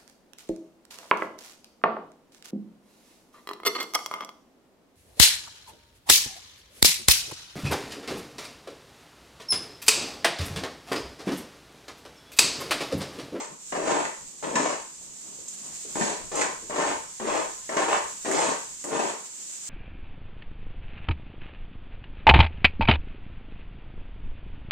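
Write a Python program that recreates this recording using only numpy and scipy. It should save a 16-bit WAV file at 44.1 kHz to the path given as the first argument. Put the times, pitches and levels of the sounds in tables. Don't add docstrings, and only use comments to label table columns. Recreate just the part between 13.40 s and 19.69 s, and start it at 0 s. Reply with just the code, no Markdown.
import sys
import numpy as np
from scipy import signal
from scipy.fft import rfft, irfft, next_fast_len
from scipy.io import wavfile

SR = 44100
rng = np.random.default_rng(int(sys.argv[2]) if len(sys.argv) > 2 else 0)


def unload_wav(signal):
    wavfile.write(
        sys.argv[1],
        SR,
        np.round(np.clip(np.atleast_2d(signal).T, -1, 1) * 32767).astype(np.int16),
    )


N = 277389
TIME = np.arange(N) / SR
SIZE = next_fast_len(N + SR)
FREQ = np.arange(SIZE // 2 + 1) * SR / SIZE

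# time in seconds, level in dB.
HISS_LEVEL = [(0.0, -49), (0.18, -50.5), (0.29, -42), (0.5, -45.5), (1.75, -45), (2.42, -40.5),
              (2.62, -37.5), (2.8, -44), (5.0, -40), (5.8, -43), (6.29, -39)]
# frequency in Hz, level in dB.
HISS_TONE = [(100, -15), (500, -5.5), (1300, -3), (3000, 0), (5000, 0), (7000, 3.5), (8500, 3.5),
             (11000, -4), (15000, -2.5)]
# time in seconds, level in dB.
AIR_LEVEL = [(0.0, -58.5), (1.7, -58.5), (2.4, -54), (3.2, -51.5), (3.7, -61.5), (6.29, -63.5)]
# frequency in Hz, level in dB.
AIR_TONE = [(25, -28), (100, -30), (150, 0), (230, 1.5), (400, -1.5), (700, -6.5), (1100, -6.5),
            (2000, -28)]
# time in seconds, level in dB.
RUMBLE_LEVEL = [(0.0, -67), (1.1, -59.5), (1.6, -66), (2.3, -71), (2.65, -51), (3.3, -56), (5.1, -62),
                (6.29, -75)]
# frequency in Hz, time to die by 60 dB in seconds.
BARN_DECAY = [(150, 0.24), (550, 0.37), (800, 0.29), (1000, 0.45), (1400, 0.41), (2000, 0.42), (3200, 0.46),
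              (7000, 0.3)]
# left in Hz, right in Hz.
PORT_HZ = (7570, 7310)
# time in seconds, level in dB.
STEPS = [(1.986, -42), (2.449, -37), (2.489, -52), (3.223, -40.5), (3.247, -50)]
# time in seconds, level in dB.
SPITS = [(1.1563, -28), (2.082, -18.5), (2.5536, -24), (2.9544, -15), (3.0121, -19), (4.913, -14.5),
         (5.4412, -18)]
# middle in seconds, half length in seconds, level in dB.
SKIM = (2.3, 0.084, -55)
# time in seconds, level in dB,
# share of the hard crack in dB, share of the low thud in dB.
KNOCKS = [(0.326, -8, -11, -18), (0.375, -10.5, -22, -11), (0.652, -15, 2.5, -25),
          (1.042, -12.5, -4.5, -26), (1.156, -6.5, -1.5, -6), (2.556, -2.5, -18, -15),
          (2.611, -3.5, -9, -6.5), (2.922, -12.5, -6, -10), (3.014, -4.5, -4, -24), (3.308, -9.5, -23, -11),
          (3.804, -8.5, -20, -10), (4.292, -20, 3, -16), (4.37, -1.5, -12, -14), (4.567, -7, -6.5, -23),
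          (4.856, -7, -9, -22), (4.913, -7.5, -5, -16.5), (4.992, -20, -19, -18), (5.441, -17, -4, -22),
          (5.613, -15.5, -24, -29)]
# frequency in Hz, width in Hz, level in dB.
BLADE_MODES = [(340, 110, -14), (645, 65, -13), (855.4, 22, -6), (965, 14, -8), (1030, 12, -4),
               (1041, 23, -3), (1556, 42, -4), (1762, 25, 0), (2200, 22, -26)]
# frequency in Hz, level in dB.
JUDDER_TONE = [(40, -28.5), (105, -31), (150, -7), (210, -2.5), (280, 0.5), (420, 2), (580, 1), (720, -4),
               (900, -15), (1500, -28.5), (4000, -60.5)]
GRIND_TONE = [(150, -32), (450, -0.5), (700, -1), (900, 3.5), (1080, -1), (1350, -5), (2100, -10),
              (2900, -14), (5000, -30.5), (12000, -46.5)]
SWISH_TONE = [(900, -24.5), (1800, 9.5), (3000, 3), (4500, 3), (7000, 2), (9000, 1.5), (11000, -25),
              (15000, -22)]
CRACK_TONE = [(400, -16), (1200, 2.5), (2000, 10.5), (3000, -10), (6000, -9.5), (14000, -33)]
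# edge lands in seconds, full push in seconds, edge lifts in seconds,
# time to lean on in seconds, lighter on landing in dB, judder in dB, grinding in dB, swish in dB,
# sag of the push in dB per second.
STROKES = [ (-0.3, -0.1, 0.0097, 0.065, 8, -39, -32.5, -44.5, 16),
           (0.323, 0.497, 0.65, 0.084, 10.5, -29.5, -25.5, -41, 44),
           (1.027, 1.167, 1.341, .01, 12, -28, -25, -38.5, 45.5),
           (2.555, 2.614, 2.73, .025, 4.5, -32.5, -30, -38, 48),
           (2.917, 2.972, 3.036, 0.014, 7, -30, -27, -40, 0),
           (3.297, 3.378, 3.505, 0.052, 10, -32, -28, -44.5, -12),
           (3.799, 3.875, 4.002, 0.026, 9.5, -31, -28, -46, -2),
           (4.293, 4.37, 4.43, 0.0088, 11.5, -31.5, -24, -41.5, 10),
           (4.483, 4.537, 4.543, 0.057, 6.5, -38, -20.5, -42.5, 13),
           (4.849, 4.951, 5.108, 0.039, 9.5, -28.5, -24.5, -38, 15),
           (5.441, 5.552, 5.69, 0.079, 17.5, -30.5, -29.5, -44, 0.5), ]
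# share of the lightness on landing, extra sag in dB per second,
# release in dB per second.
JUDDER_SHAPE = (0.64, 33.6, 250)
GRIND_SHAPE = (0.84, 0.34, 208)
SWISH_SHAPE = (1.1, 2, 178)

LANDING_S = 0.0019
TOP_HZ = 15400


def undb(db):
    return 10 ** (np.asarray(db) / 20)


def unit(x):
    return x / np.sqrt(np.mean(x ** 2))


def follow(rows):
    return undb(np.interp(TIME, *np.transpose(rows)))


def through(x, response):
    return irfft(rfft(x, SIZE) * response, SIZE)[..., :N]


def along(points):
    hz, value = np.transpose(points)
    return np.interp(np.log(FREQ + 1), np.log(hz), value)


def colour(points):
    cepstrum = irfft(np.log(undb(along(points))), SIZE)
    causal = np.r_[cepstrum[0], 2 * cepstrum[1:SIZE // 2]]
    return np.exp(rfft(causal, SIZE))


def resonance(hz, width_hz):
    return 1j * FREQ * width_hz / (hz ** 2 - FREQ ** 2 + 1j * FREQ * width_hz)


def walk(rate):
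    knots = rng.standard_normal(8192)
    return np.interp(TIME * rate, np.arange(len(knots)), knots)


def clicks(rate, spread_db):
    hit = rng.random(N) < rate / SR
    size = undb(spread_db * np.clip(rng.standard_normal(N), -2, 2))
    return unit(hit * size * rng.choice([-1, 1], N))


def blows(times, db, rattle_s, rattle):
    out = np.zeros(N)
    for t, gain in zip(times, undb(db)):
        start = max(int(t * SR), 0)
        age = TIME[:min(SR // 8, N - start)]
        burst = rng.standard_normal(len(age)) * np.exp(-age / rattle_s)
        out[start:start + len(age)] += gain * rattle * burst / np.linalg.norm(burst)
        out[start] += gain
    return out


def ports(pair, alike_hz):
    alike = np.exp(-(FREQ / alike_hz) ** 2)
    mid = pair[0] * np.sqrt(1 + alike)
    side = pair[1] * np.sqrt(1 - alike)
    return np.array([mid + side, mid - side]) / np.sqrt(2)


def diffuse(points, alike_hz):
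    noise = rfft(rng.standard_normal((2, N)), SIZE)
    shaped = ports(noise, alike_hz) * undb(along(points))
    return unit(irfft(shaped, SIZE)[:, :N])


def running_hiss():
    waver_db = 1.1 * walk(rate=36)
    return diffuse(HISS_TONE, alike_hz=400) * follow(HISS_LEVEL) * undb(-5.5 + waver_db)


def low_air():
    return diffuse(AIR_TONE, alike_hz=328) * follow(AIR_LEVEL) * undb(3.4 * walk(rate=16))


def handling_rumble():
    rumble = diffuse([(25, -8.5), (80, -8.0), (200, -8.5), (600, -48)], alike_hz=25)
    return rumble * follow(RUMBLE_LEVEL) * undb(-4.5 + 4.6 * walk(rate=12))


def background():
    return running_hiss() + low_air() + handling_rumble()


def tail(db):
    age, hz = TIME[:SR], np.arange(SR // 2 + 1)
    edges = np.r_[0, np.geomspace(150, 9600, num=13), SR]
    noise = rfft(rng.standard_normal((2, SR)))
    t60 = np.interp(hz, *np.transpose(BARN_DECAY))
    h = 0
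    for lo, hi in zip(edges, edges[1:]):
        band = (hz >= lo) & (hz < hi)
        h = h + irfft(noise * band) * np.exp(-np.log(1000) * age / t60[band].mean())
    h = h * (1 - np.exp(-age / 0.019))
    return undb(db) * h / np.linalg.norm(h, axis=1, keepdims=True)


def scatter(db, fade_s, density):
    size = rng.standard_normal((2, SR))
    present = rng.random((2, SR)) < density
    h = size * present * np.exp(-TIME[:SR] / fade_s)
    return undb(db) * h / np.linalg.norm(h, axis=1, keepdims=True)


def first_arrival(db, swing_rad, step_hz):
    knots = rng.standard_normal(512)
    wander = np.interp(FREQ / step_hz, np.arange(len(knots)), knots)
    phase = swing_rad * np.tanh(3 * wander) * FREQ / (FREQ + 90)
    return undb(db) * np.exp(1j * np.array([phase, -phase]))


def barn(x, shift_hz, count):
    out = through(x, ports(rfft(tail(db=-8), SIZE), alike_hz=318))
    for k in range(count):
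        distance = np.abs((TIME * shift_hz - k + 1) % count - 1)
        share = np.cos(np.pi / 2 * np.minimum(distance, 1))
        spray = scatter(db=-6.5, fade_s=0.012, density=.05)
        near_walls = ports(rfft(spray, SIZE), alike_hz=282)
        direct = first_arrival(db=-3.5, swing_rad=.95, step_hz=350)
        out = out + through(x * share ** 2, direct) + through(x * share, near_walls)
    return out


def footfalls():
    pads = blows(*np.transpose(STEPS), rattle_s=0.02, rattle=3.8)
    return undb(36.0) * through(pads, resonance(hz=382, width_hz=173) ** 2)


def water_spits():
    bursts = blows(*np.transpose(SPITS), rattle_s=0.012, rattle=2.9)
    return undb(2.5) * through(bursts, resonance(hz=8000, width_hz=3500))


def blade(ring_db):
    ringing = sum(undb(db) * resonance(hz, width) for hz, width, db in BLADE_MODES)
    return 1 + undb(ring_db) * ringing


def skim(body):
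    middle, half, db = SKIM
    swell = undb(db) * np.maximum(1 - ((TIME - middle) / half) ** 2, 0)
    whisper = unit(through(clicks(rate=3000, spread_db=4), colour(GRIND_TONE) * body))
    return swell * whisper


def knocks():
    s, db, crack_db, thud_db = np.transpose(KNOCKS)
    clunk_tone = undb(0.5) * colour(JUDDER_TONE) + colour(GRIND_TONE)
    clunk = through(blows(s, db, rattle_s=0.0036, rattle=2.24), clunk_tone)
    thud_tone = resonance(hz=214, width_hz=103) ** 2
    thud = through(blows(s, db + thud_db, rattle_s=0.03, rattle=0.74), thud_tone)
    hard_db = db + crack_db
    hard_db = hard_db + 0.82 * (hard_db - hard_db.max())
    crack = through(blows(s, hard_db, rattle_s=0.0064, rattle=3.02), colour(CRACK_TONE))
    contact = undb(1.5) * clunk + undb(31.5) * thud + undb(8.0) * crack
    return through(contact, blade(ring_db=7.0))


def shove(column, light_share, sag_db_per_s, release_db_per_s):
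    gain = np.zeros(N)
    for lands, full, lifts, rise_s, light_db, *levels, sag in STROKES:
        contact = np.clip((TIME - lands) / LANDING_S + 1, 0, 1)
        lean = light_share * light_db * np.clip((TIME - full) / rise_s, -1, 0)
        ease = (sag + sag_db_per_s) * np.clip(TIME - full, 0, max(lifts - full, 0))
        release = release_db_per_s * np.maximum(TIME - lifts, 0)
        gain += contact * undb(levels[column] + lean - ease - release)
    return gain


def scrape(body):
    pressure = shove(0, *JUDDER_SHAPE)
    speed = shove(1, *GRIND_SHAPE)
    wetness = shove(2, *SWISH_SHAPE)
    slips = unit(undb(2.47 * walk(rate=130)))
    judder_clicks = slips * clicks(rate=700, spread_db=3.5)
    judder = unit(through(judder_clicks, colour(JUDDER_TONE) * body))
    grit = slips * clicks(rate=1800, spread_db=2.0)
    grind = colour(GRIND_TONE) * body
    grinding = through(grit * speed, grind) / np.std(through(grit, grind))
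    droplets = np.sqrt(slips) * clicks(rate=7000, spread_db=-1)
    swish = unit(through(droplets, colour(SWISH_TONE)))
    return undb(3.5) * pressure * judder + undb(1.38) * grinding + undb(2.5) * wetness * swish


def scene():
    body = blade(ring_db=0)
    work = scrape(body) + knocks() + skim(body) + footfalls() + water_spits()
    return barn(work, shift_hz=6, count=6) + background()


def record(dry):
    lean_db = along([(60, 7.5), (250, 4.5), (1000, 2.5), (2000, -0.3),
                     (4500, -0.4), (7000, -2.0), (9000, 0.0), (13000, -1.5)])
    lean = undb(np.array([lean_db, -lean_db]) / 2)
    widths_hz = (1600, 1250)
    cavity = np.array([hz ** 2 / (hz ** 2 - FREQ ** 2 + 1j * FREQ * width)
                       for hz, width in zip(PORT_HZ, widths_hz)])
    notch = 1 - 0.51 * resonance(hz=9780, width_hz=1140)
    sound = through(dry, cavity * notch * lean)
    top_cut = signal.ellip(10, .2, 70, TOP_HZ, fs=SR, output="sos")
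    return signal.sosfilt(top_cut, sound)


dry = scene()
out = record(dry)
unload_wav(out)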